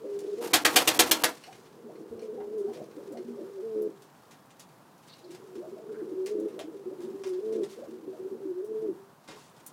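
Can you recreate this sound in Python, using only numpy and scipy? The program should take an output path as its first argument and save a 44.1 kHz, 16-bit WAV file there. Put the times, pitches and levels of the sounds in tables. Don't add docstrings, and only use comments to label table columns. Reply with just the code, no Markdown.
import sys
import numpy as np
from scipy import signal
from scipy.fft import rfft, irfft
from scipy.io import wavfile
from scipy.ndimage import uniform_filter1d, minimum_filter1d

SR = 44100
rng = np.random.default_rng(int(sys.argv[2]) if len(sys.argv) > 2 else 0)


def gain_from_db(level_db):
    decades = np.asarray(level_db, float) / 20
    return 10 ** decades


def dump_mix(stems):
    frames = np.atleast_2d(stems).T
    limited = np.clip(frames, -1, 1)
    pcm = np.round(limited * 32767).astype(np.int16)
    wavfile.write(sys.argv[1], SR, pcm)


N = 428652

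# [f/Hz, level/dB per Hz]
LITTER_COLOUR = [(100, -24), (250, -1.5), (1000, -2), (3600, -3), (5400, -4), (9400, -9.5), (16000, -22.5)]
FALL_S = 0.014


def evened(x):
    return x / np.sqrt(np.mean(x ** 2) + 1e-20)


def read(points, hz):
    f, value = np.transpose(points)
    return np.interp(np.log(hz + 1), np.log(f + 1), value)


def along(rows):
    s, *columns = np.transpose(rows)
    return [np.interp(np.arange(N) / SR, s, column) for column in columns]


def during(tables, fade):
    t = np.arange(N) / SR
    total = np.zeros(N)
    for rows in tables:
        start, end = rows[0][0], rows[-1][0]
        total += np.interp(t, [start - fade, start, end, end + fade], [0, 1, 1, 0])
    return total.clip(0, 1)


def add(mix, s, sound):
    part = mix[max(round(s * SR), 0):][:len(sound)]
    part += sound[:len(part)]


def wobble(count, hz):
    b, a = signal.butter(2, hz, fs=SR)
    drift = signal.lfilter(b, a, rng.standard_normal(count + 4000))
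    return evened(drift[4000:])


def coloured(points, count, tilt_db=0, lumps_db=0):
    hz = np.fft.rfftfreq(count, 1 / SR)
    gain = gain_from_db(read(points, hz) + tilt_db * np.log2((hz + 700) / 5000))
    lumps = evened(uniform_filter1d(rng.standard_normal(len(hz)), size=25))
    spectrum = rfft(rng.standard_normal(count)) * gain * gain_from_db(lumps_db * lumps)
    return evened(irfft(spectrum, count))


def resonate(x, hz, width):
    b, a = signal.iirpeak(hz, hz / width, SR)
    return signal.lfilter(b, a, signal.lfilter(b, a, x))


def swelling(length, rise=.3):
    u = np.arange(round(2 * abs(length) * SR) + 8) / (rise * abs(length) * SR + 4)
    return u ** 2 * np.exp(2 - 2 * u)


def burst(length, clumps_db, rise):
    t = np.arange(round(.15 * SR)) / SR
    start = (1 - np.exp(-t / abs(rise))) ** 2
    return start * np.exp(-t / abs(length)) * gain_from_db(clumps_db * wobble(len(t), 500))


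def loft(x, wet_db):
    # [f/Hz, time to fall 60 dB/s]
    echo_times = [(150, 0.33), (400, 0.32), (1000, 0.22), (2800, 0.16), (7300, 0.12), (15000, 0.054)]
    taps = np.zeros(SR // 2)
    at = np.arange(100, SR // 2 - 20, 20)
    taps[at + rng.integers(0, 20, len(at))] = rng.choice([-1., 1.], len(at))
    hz, t, z = signal.stft(taps, SR, nperseg=256)
    fading = gain_from_db(-60 * t / read(echo_times, hz)[:, None])
    tail = signal.istft(z * fading, SR, nperseg=256)[1]
    return x + gain_from_db(wet_db) * signal.fftconvolve(x, tail / np.linalg.norm(tail))[:N]


def air():
    # [f/Hz, level/dB per Hz]
    air_colour = [(20, -25.5), (70, -21.5), (141, 0.5), (230, -3), (500, -8), (1000, -7), (1650, -16),
                  (2100, -23), (6200, -28.5), (15600, -30.5), (16600, -50.5)]
    # [t/s, level/dB]
    stirring = [
        [(0.0, -68), (0.208, -62), (0.4, -58)],
        [(1.3, -52.5), (1.61, -63.5), (1.86, -72), (3.27, -66.5), (5.0, -74.5)],
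        [(5.1, -59), (5.13, -67), (6.98, -71), (7.73, -61.5), (7.89, -68.5), (9.2, -77.5)],
        [(9.25, -64.5), (9.482, -67.5), (9.72, -67)],
    ]
    rustle_db = along(np.concatenate(stirring))[0] - 0.5 + 2.6 * wobble(N, 40)
    rustle = gain_from_db(rustle_db) * coloured(LITTER_COLOUR, N)
    return gain_from_db(-57 + .9 * wobble(N, 3.9)) * coloured(air_colour, N) + rustle


def litter():
    # [t/s, peak level/dB, treble tilt/dB per octave, length/s]
    scuffs = [(0.1903, -40, 6, 0.011), (1.656, -43.5, -4.5, 0.0101), (1.995, -50.5, 7, 0.0105),
              (2.216, -46, 1.5, 0.0239), (2.4029, -37.5, -10.5, 0.015), (2.5794, -48.5, 7.5, 0.0246),
              (2.729, -43, -0.5, 0.042), (2.835, -48.5, 1.5, 0.012), (3.122, -44.5, 11, 0.009),
              (3.82, -42, 17, 0.0097), (4.0209, -45.5, 5, 0.0159), (4.311, -44.5, 0, 0.02),
              (4.595, -38, 4.5, 0.014), (5.306, -42.5, 3, 0.0205), (5.347, -41, 1, 0.01),
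              (6.2597, -34, 3.5, 0.022), (6.482, -47.5, 0.5, 0.02027), (6.592, -31.5, -0.5, 0.0138),
              (7.018, -45.5, 2, 0.025), (7.237, -32.5, -2, 0.0076), (7.262, -41, 2, 0.029),
              (7.333, -42.5, -2, 0.014), (7.523, -39, 1, 0.017), (7.634, -36.5, 0.5, 0.01155),
              (7.699, -41.5, 2.5, 0.032), (8.645, -48.5, 12.5, 0.0191), (5.5545, -34.5, -1, 0.0036),
              (9.277, -36, -3, 0.043), (9.35, -49, 1, 0.18), (9.665, -21.5, 16.5, 0.0046),
              (1.7394, -54.5, -1.5, 0.0061), (4.459, -51, 11.5, 0.0057), (4.506, -44.5, 0, 0.0092),
             (4.691, -53, 0, 0.008), (4.98, -49, 6, 0.008), (5.068, -56, 5, 0.008),
             (5.184, -42, 2.5, 0.0091), (5.474, -52.5, 5.5, 0.0058), (6.4, -47.5, 6.5, 0.0083),
             (7.005, -46.5, 0.5, 0.0074), (8.8184, -52, 1, 0.0083), (9.396, -45, 0, 0.0094),
             (9.564, -49.5, 2, 0.0079)]
    # [t/s, peak level/dB]
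    pecks = [(1.4377, -35), (1.467, -41), (1.5275, -40), (1.956, -54), (2.1929, -44), (2.2248, -50),
             (2.913, -49), (3.172, -44), (5.095, -50), (5.1367, -45), (5.3064, -54)]
    # [f/Hz, level/dB, time to fall 60 dB/s]
    feeder = [(2400, -8, .008), (2900, -8, .008), (4250, -4, .007), (5500, -8, .005), (8200, -12, .004)]
    out = np.zeros(N)
    for s, db, tilt_db, length in scuffs:
        shape = burst(length, clumps_db=5.5, rise=0.028 * length)
        add(out, s - .001, gain_from_db(db - 14.5) * shape * coloured(LITTER_COLOUR, len(shape), tilt_db))
    t = np.arange(2000) / SR
    ring = sum(gain_from_db(db - 60 * t / t60) * np.sin(2 * np.pi * hz * t) for hz, db, t60 in feeder)
    for s, db in pecks:
        knock = evened(rng.standard_normal(300)) * np.exp(-t[:300] / 0.0054)
        add(out, s, gain_from_db(db - 18.5) * np.convolve(knock, ring))
    return out


def puffs():
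    # [t/s, level/dB, centre f/Hz, length/s]
    brushes = [(2.092, -57, 77, .046), (6.595, -51, 1300, .006), (5.065, -61, 4000, .085),
               (5.22, -66, 4200, .04), (2.74, -54, 160, .076), (.99, -50, 180, .04), (5.26, -60, 157, .1),
               (5.888, -55, 1300, .012), (5.925, -60, 1550, .06), (9.3, -55, 400, .05),
               (9.362, -54, 1030, .03)]
    out = np.zeros(N)
    for s, db, hz, length in brushes:
        shape = swelling(length, rise=0.7)
        hiss = resonate(rng.standard_normal(len(shape)), hz, 0.29 * hz)
        add(out, s, gain_from_db(db + 3.6 * wobble(len(shape), 34)) * shape * evened(hiss))
    return out


def feather_hiss():
    # [t/s, level/dB]
    strength = [(.415, -47), (.425, -38), (.52, -44.5), (.8, -33.5), (1.2, -39), (1.3, -42.5), (1.45, -95)]
    # [f/Hz, level/dB per Hz]
    hiss_colour = [(59, -53.5), (100, -22), (353, -5.5), (714, -10.5), (903, -8), (1510, -17.5),
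                   (14500, -26), (16500, -45.5)]
    hiss = gain_from_db(along(strength)[0] + 3.3 * wobble(N, 30)) * coloured(hiss_colour, N)
    return hiss * during([strength], fade=0.0084)


def wing_claps():
    # [t/s, peak level/dB, length of the slap/s, treble tilt/dB per octave]
    claps = [
        (0.534, -1, 0.014, 0),
        (0.649, -2, 0.012, -1.5),
        (0.7597, 0.5, 0.01268, 0),
        (0.8753, -3, 0.01, 0),
        (0.9457, -22.5, 0.0065, 1),
        (0.992, 1, 0.011, 0.5),
        (1.1125, -2, 0.0091, 2),
        (1.2375, -4, 0.0088, 0.5),
    ]
    # [f/Hz, level/dB per Hz]
    clap_colour = [(24, -35), (40, -16), (160, -28), (308, -4.5), (497, -5.5), (624, -5), (3290, -5),
                   (4800, -7.5), (13200, -13), (15300, -16), (16500, -49.5)]
    # [f/Hz, width/Hz, level/dB]
    boards = [(310, 40, -6), (490, 24, 5), (640, 40, -10), (855, 35, -4), (1100, 40, -3), (1380, 45, -4),
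              (1890, 50, -3), (2370, 60, -6), (3160, 70, -4)]
    out = np.zeros(N)
    b, a = signal.butter(1, 110, "high", fs=SR)
    for s, db, length, tilt_db in claps:
        shape = burst(length, clumps_db=3, rise=.28 * length)
        slap = shape * coloured(clap_colour, len(shape), tilt_db, lumps_db=0.07)
        add(out, s - .002, gain_from_db(db - 24.5) * evened(signal.lfilter(b, a, slap)))
        push = swelling(0.031, rise=0.64)
        puff = evened(resonate(rng.standard_normal(len(push)), 317.4, 180))
        add(out, s - .018, gain_from_db(db - 35.0) * push * puff)
    return out + sum(gain_from_db(db) * resonate(out, hz, width) for hz, width, db in boards)


def blips(rows, start, rough, length=0):
    out = np.zeros(N)
    for s, db, hz, *own_length in rows:
        own = sum(own_length)
        span = length + own
        u = np.arange(round(2 * span * SR)) / (span * SR)
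        shape = 1.8 * u ** 0.5 * np.exp(-(1.133 * u) ** 2.0)
        glide = 1 + (start - 1) * np.exp(-u / 0.19)
        turns = np.cumsum(hz * glide * (1 + rough * wobble(len(u), 106))) / SR
        strength = gain_from_db(db - 1.0 + 7.5 * rough * wobble(len(u), 79))
        add(out, s - .006 - 0.0406 * own, strength * shape * np.sin(2 * np.pi * turns))
    return out


def gulps():
    # [t/s, peak level/dB]
    gulp_times = [(1.844, -40.5), (2.114, -38.5), (2.226, -41.5), (2.335, -41), (2.683, -37), (3.14, -43.5),
                  (3.252, -35.5), (3.281, -37), (3.407, -44.5), (5.56, -44), (5.722, -44), (5.883, -42.5),
                  (6.862, -44.5), (7.046, -41), (7.111, -40.5), (7.783, -46.5), (8.085, -47.5),
                  (8.321, -40.5), (7.815, -53), (7.885, -43), (7.92, -43), (7.95, -46), (5.94, -57),
                  (5.97, -51), (5.999, -54), (3.17, -40), (3.306, -35)]
    return blips([(s, db, 228.7) for s, db in gulp_times], start=1.064, rough=0.041, length=0.032)


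def bubbles():
    # [t/s, peak level/dB, f/Hz]
    bubble_notes = [(1.862, -38.5, 412.7), (3.076, -33, 403), (3.192, -32.5, 361.5), (5.232, -49.5, 375.5),
                    (5.292, -35.5, 356.2), (5.559, -32, 392), (5.58, -32, 353.5), (5.675, -36, 361),
                    (5.727, -34, 398), (5.823, -40, 422), (5.859, -35, 402), (5.895, -29.5, 434),
                    (6.029, -32.5, 366), (6.072, -31, 385), (6.54, -35, 399.6), (6.745, -36, 399.7),
                    (6.815, -40.5, 396), (6.863, -28.5, 375.6), (6.909, -37.5, 384), (6.99, -34, 356),
                    (7.036, -30.5, 370.6), (7.078, -31.5, 374.6), (7.102, -34.5, 406.4),
                    (7.928, -39.5, 372.5), (7.962, -44, 365.7), (5.325, -39.5, 355.7), (5.595, -38, 385),
                    (5.92, -33, 425), (5.44, -44, 399), (8.083, -28.5, 379), (8.196, -34, 370.8),
                    (8.252, -31.5, 386), (8.315, -30.5, 382.5), (8.346, -38.5, 419)]
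    # [t/s, peak level/dB]
    low_bubbles = [(0.047, -34), (2.007, -38), (2.779, -40), (2.97, -35), (3.11, -36.5), (3.41, -33.5),
                   (6.121, -28), (6.643, -33.5), (6.679, -32.5), (7.883, -36), (7.95, -50), (7.99, -47),
                   (8.029, -39), (6.02, -31.5), (6.535, -40.5), (6.76, -44), (6.919, -40), (7.14, -36.5),
                   (7.795, -41), (8.062, -36), (8.457, -28)]
    rows = bubble_notes + [(s, db, 319) for s, db in low_bubbles]
    return blips(rows, start=0.99, rough=0.052, length=0.031)


def whoops():
    # [t/s, peak level/dB, end f/Hz, length/s]
    whoop_notes = [(0.044, -32.5, 540, 0.034), (1.891, -42.5, 623, 0.031), (2.23, -37, 530.5, 0.031),
                   (2.344, -34, 491, 0.04), (2.745, -40.5, 513.3, 0.077), (2.76, -43, 624, 0.064),
                   (2.968, -41.5, 527, 0.052), (3.119, -39, 550.8, 0.045), (3.375, -40.5, 569.6, 0.058),
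                   (3.58, -42.5, 567.6, 0.045), (5.24, -50.5, 623.6, 0.039), (5.618, -37.5, 628.4, 0.052),
                   (5.769, -42, 652, 0.048), (6.589, -34, 622.7, 0.038), (6.913, -42, 562, 0.03),
                   (7.776, -38, 504.7, 0.04), (7.825, -33, 600, 0.0224), (8.133, -41.5, 626.5, 0.035),
                   (1.481, -42, 744.4, 0.04), (2.385, -42, 825, 0.057), (2.81, -35, 623.6, 0.024),
                   (6.56, -39.5, 530.1, 0.04), (5.6, -45, 533, 0.0385), (2.678, -44.5, 766, 0.047),
                   (3.143, -41, 686, 0.043)]
    return blips(whoop_notes, start=0.869, rough=0.07)


def roll():
    # [t/s, level/dB]
    bouts = [
        [(0.0, -41.5), (0.308, -35.5), (0.5, -37.5)],
        [(1.4, -66), (1.53, -55), (2.55, -35.5), (2.74, -44), (2.99, -48), (3.5, -41.5)],
        [(5.2, -58.5), (5.39, -54), (6.27, -37.5), (6.65, -46.5), (6.95, -47.5), (7.2, -45)],
        [(7.7, -53.5), (7.912, -49), (8.5, -42.5)],
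    ]
    # [f/Hz, width/Hz, level/dB]
    crop = [(219, 48, -5), (312.5, 23, -0.5), (385, 84, -1.5), (470, 66, -4.5), (544, 92, -12)]
    pulse_hz = 95 * gain_from_db(4 * wobble(N + 1, 60))
    pulses = np.diff(np.floor(np.cumsum(pulse_hz) / SR)) * gain_from_db(3 * rng.standard_normal(N))
    rattle = np.zeros(N)
    for k, (hz, width, db) in enumerate(crop):
        rattle += (-1) ** k * gain_from_db(db) * resonate(pulses, hz, width)
    held = uniform_filter1d(effort()[1], 800)
    held_db = np.clip(20 * np.log10(held.clip(1e-6)) + 46, 0, 12)
    strength = gain_from_db(along(np.concatenate(bouts))[0] - 1.5 - 0.76 * held_db)
    return strength * during(bouts, fade=0.038) * evened(rattle)


def note(length, db, grow_db):
    t = np.arange(round((length + FALL_S) * SR)) / SR
    ends = np.clip(np.minimum(t / .014, (length - t) / FALL_S + 1), 0, 1)
    return ends * gain_from_db(db + grow_db * (t / length - 1.5))


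def effort():
    # [start t/s, length/s, first f/Hz, last f/Hz, level/dB]
    hoots = [(0, 0.038, 434.4, 453, -40.5), (1.956, 0.087, 442.3, 440.4, -45.5),
             (2.148, 0.1706, 455.3, 424.2, -37.5), (2.951, 0.096, 407.2, 400, -45),
             (3.08, 0.049, 400, 405.4, -40), (6.69, 0.129, 400, 395, -45.5), (6.89, .05, 400, 398.7, -41),
             (3.269, 0.12, 392.6, 409, -40), (5.238, 0.119, 364.2, 355, -45),
             (5.39, 0.1493, 392.5, 366.6, -47.5), (5.961, 0.045, 435.6, 429.6, -33),
             (6.032, 0.085, 392, 394.8, -44), (7.898, 0.078, 364, 368.1, -43),
             (8.187, 0.15, 371.2, 402, -41)]
    # [t/s, f/Hz, level/dB]
    early_coos = [
        [(0.062, 401, -41), (0.092, 407.4, -36), (0.168, 401.4, -31.5), (0.234, 405.4, -42), (0.25, 403, -29.5),
         (0.262, 393, -50)],
        [(0.268, 430.2, -54), (0.28, 407, -33), (0.294, 407, -29), (0.314, 410, -39), (0.342, 406.3, -27),
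         (0.37, 389.4, -49)],
        [(2.37, 417, -43), (2.372, 410.4, -50), (2.388, 412.5, -35.5), (2.466, 409.9, -36.5), (2.5, 416, -39),
         (2.526, 425.2, -37.5), (2.535, 434.5, -41)],
        [(2.54, 440.6, -39.5), (2.566, 436.7, -33), (2.6, 405.6, -31), (2.612, 404, -26.5), (2.64, 403, -37),
         (2.652, 395, -26.5), (2.68, 423, -36), (2.72, 403, -33), (2.73, 410, -50)],
        [(3.445, 379, -45), (3.477, 399, -40.5), (3.491, 391.8, -48), (3.513, 404, -41), (3.531, 395, -47.5),
         (3.567, 392, -38), (3.589, 376, -37), (3.615, 369.3, -40)],
    ]
    # [t/s, f/Hz, level/dB]
    late_coos = [
        [(6.145, 371, -42), (6.185, 371.3, -32.5), (6.235, 374, -33.5), (6.249, 376, -33), (6.275, 402.8, -41)],
        [(7.12, 393, -58), (7.144, 391.9, -35), (7.196, 395.7, -42), (7.218, 395, -36.5), (7.24, 390.8, -48),
         (7.245, 392, -58)],
        [(7.25, 381.6, -47), (7.262, 385.1, -33), (7.276, 384, -29), (7.292, 369, -39.5), (7.312, 369.3, -33),
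         (7.38, 365, -33.5), (7.392, 382, -30.5), (7.405, 403, -46)],
        [(8.39, 392, -54), (8.436, 393, -36), (8.45, 387, -38.5), (8.504, 372, -34), (8.518, 349.5, -33),
         (8.548, 350, -46.5)],
        [(8.552, 361, -43.5), (8.58, 361.2, -34), (8.612, 374, -33), (8.62, 370.4, -47)],
        [(8.625, 414.8, -39.5), (8.647, 417, -32), (8.657, 414, -43.5), (8.675, 434.4, -43.5),
         (8.721, 435.5, -32), (8.735, 434, -41), (8.759, 436, -30.5), (8.81, 436.9, -39)],
    ]
    # [t/s, f/Hz, level/dB]
    swells = [
        [(0.372, 456, -46), (0.382, 457, -35.5), (0.408, 474, -32.5), (0.418, 474, -47), (0.432, 482, -38),
         (0.444, 475.1, -46), (0.45, 460.4, -39), (0.462, 410.6, -46.5), (0.47, 405, -49.5)],
        [(3.62, 425, -45), (3.634, 440.4, -36), (3.662, 451, -34), (3.746, 432, -36), (3.76, 431.7, -30),
         (3.856, 427.5, -33), (3.872, 423, -29), (3.88, 385, -36), (3.892, 380, -45.5)],
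        [(6.28, 417.0, -35), (6.288, 415, -37.5), (6.324, 416, -28), (6.344, 435.6, -45), (6.358, 413.4, -33),
         (6.402, 414.7, -31), (6.418, 433.3, -44), (6.468, 420, -29), (6.495, 411.6, -44)],
        [(7.41, 422.6, -34), (7.416, 417, -51), (7.434, 426, -33), (7.456, 438.7, -34), (7.558, 440.5, -29),
         (7.584, 444.1, -32), (7.612, 419.7, -28.5), (7.626, 397.5, -30), (7.66, 395.9, -34)],
        [(8.812, 440, -33), (8.849, 440, -39.5), (8.87, 420.8, -38.5), (8.891, 392.3, -27),
         (8.91, 384.8, -36.5)],
    ]
    main, knots = np.zeros(N), []
    for s, length, first_hz, last_hz, db in hoots:
        add(main, s, note(length, db, grow_db=4))
        knots += [(s, first_hz), (s + length, last_hz)]
    for rows in early_coos + late_coos + swells:
        main = np.maximum(main, gain_from_db(along(rows)[1] + 1.23) * during([rows], fade=.008))
        knots += [row[:2] for row in rows]
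    t = np.arange(SR // 4) / SR
    for rows in swells:
        end = rows[-1][0]
        add(main, end, np.minimum(t / FALL_S, 1) * gain_from_db(-42 - 150 * t))
        knots += [(end + .012, 392), (end + .04, 392)]
    return along(sorted(knots))[0], main


def growls(turn):
    # [start t/s, length/s, f/Hz, level/dB, mirror level/dB]
    growl_notes = [
        (0.404, 0.037, 354.8, -39, -13),
        (3.743, 0.15, 343, -37, -7),
        (6.335, 0.1294, 338.2, -32, -10.5),
        (7.449, 0.091, 330.6, -41.5, -11),
        (7.545, 0.086, 346.3, -30.5, -13),
        (8.679, 0.057, 333.4, -44.5, -19.5),
        (8.815, 0.11, 330, -37, -18),
    ]
    out = np.zeros(N)
    for s, length, hz, db, mirror_db in growl_notes:
        shape = note(length, db, grow_db=1.5)
        own = 2 * np.pi * np.cumsum(hz * (1 + .07 * wobble(len(shape), 70))) / SR
        beside = turn[round(s * SR):][:len(shape)]
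        both = np.sin(own) + gain_from_db(mirror_db) * np.sin(2 * beside - own) + gain_from_db(-17) * np.sin(beside / 2)
        add(out, s, shape * gain_from_db(0.87 * wobble(len(shape), 40)) * both)
    return out


def coos():
    # [t/s, peak level/dB]
    throbs = [(2.122, -33), (2.223, -31.5), (2.288, -30), (3.284, -32), (3.904, -38.5), (6.312, -22),
              (6.351, -32), (6.459, -27), (7.555, -32), (7.583, -31), (7.612, -24), (8.822, -26.5),
              (8.849, -29), (8.923, -36)]
    hz, held = effort()
    bumps, shut_db = np.zeros(N), np.zeros(N)
    for s, db in throbs:
        add(bumps, s - .012, gain_from_db(db - 5.0) * swelling(0.028, rise=0.69))
        add(shut_db, s - .02, -8 * signal.windows.hann(round(.022 * SR)))
    main = np.maximum(held * gain_from_db(shut_db + 0.4 * wobble(N, 38)), bumps)
    turn = 2 * np.pi * np.cumsum(hz * (1 + .005 * wobble(N, 28))) / SR
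    faint_turn = 2 * np.pi * np.cumsum(328 * (1 + 0.055 * wobble(N, 60))) / SR
    faint = gain_from_db(-27.5) * np.sin(faint_turn)
    fifth = gain_from_db(-25.0 + 2.1 * wobble(N, 18)) * np.sin(1.5 * turn)
    low = gain_from_db(-17 + .4 * np.minimum(hz - 435, 0)) * np.sin(turn / 2)
    voice = main * (np.sin(turn) + fifth) + held * (low + faint)
    return np.sqrt(2) * (voice + gain_from_db(0.205 * shut_db) * growls(turn))


def scene():
    voices = coos() + roll() + bubbles() + gulps() + whoops()
    near = gain_from_db(-1.5) * loft(voices, wet_db=-14)
    far = loft(wing_claps(), wet_db=-6.5) + loft(litter(), wet_db=-1.0)
    return (near + far + feather_hiss() + puffs() + air())[None]


def roll_off(x):
    return signal.sosfilt(signal.butter(12, 17000, fs=SR, output="sos"), x)


def record(dry):
    x = signal.sosfilt(signal.butter(1, 60, "high", fs=SR, output="sos"), dry)
    treble = signal.sosfiltfilt(signal.butter(4, 2200, "high", fs=SR, output="sos"), x)
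    level_db = 10 * np.log10(abs(uniform_filter1d(treble[0] ** 2, 130)) + 1e-14)
    coming_db = -minimum_filter1d(-np.roll(level_db, -330), 300)
    sudden = np.clip((coming_db - level_db - 23) / 3, 0, 1)
    mute = uniform_filter1d(sudden * (coming_db > -30), 60)
    rounded = .75 * np.tanh((x - mute * treble) / .75)
    mix = signal.oaconvolve(rounded, signal.firwin(255, 16800, fs=SR)[None], "same")
    return roll_off(mix)


dry = scene()
out = record(dry)
dump_mix(out)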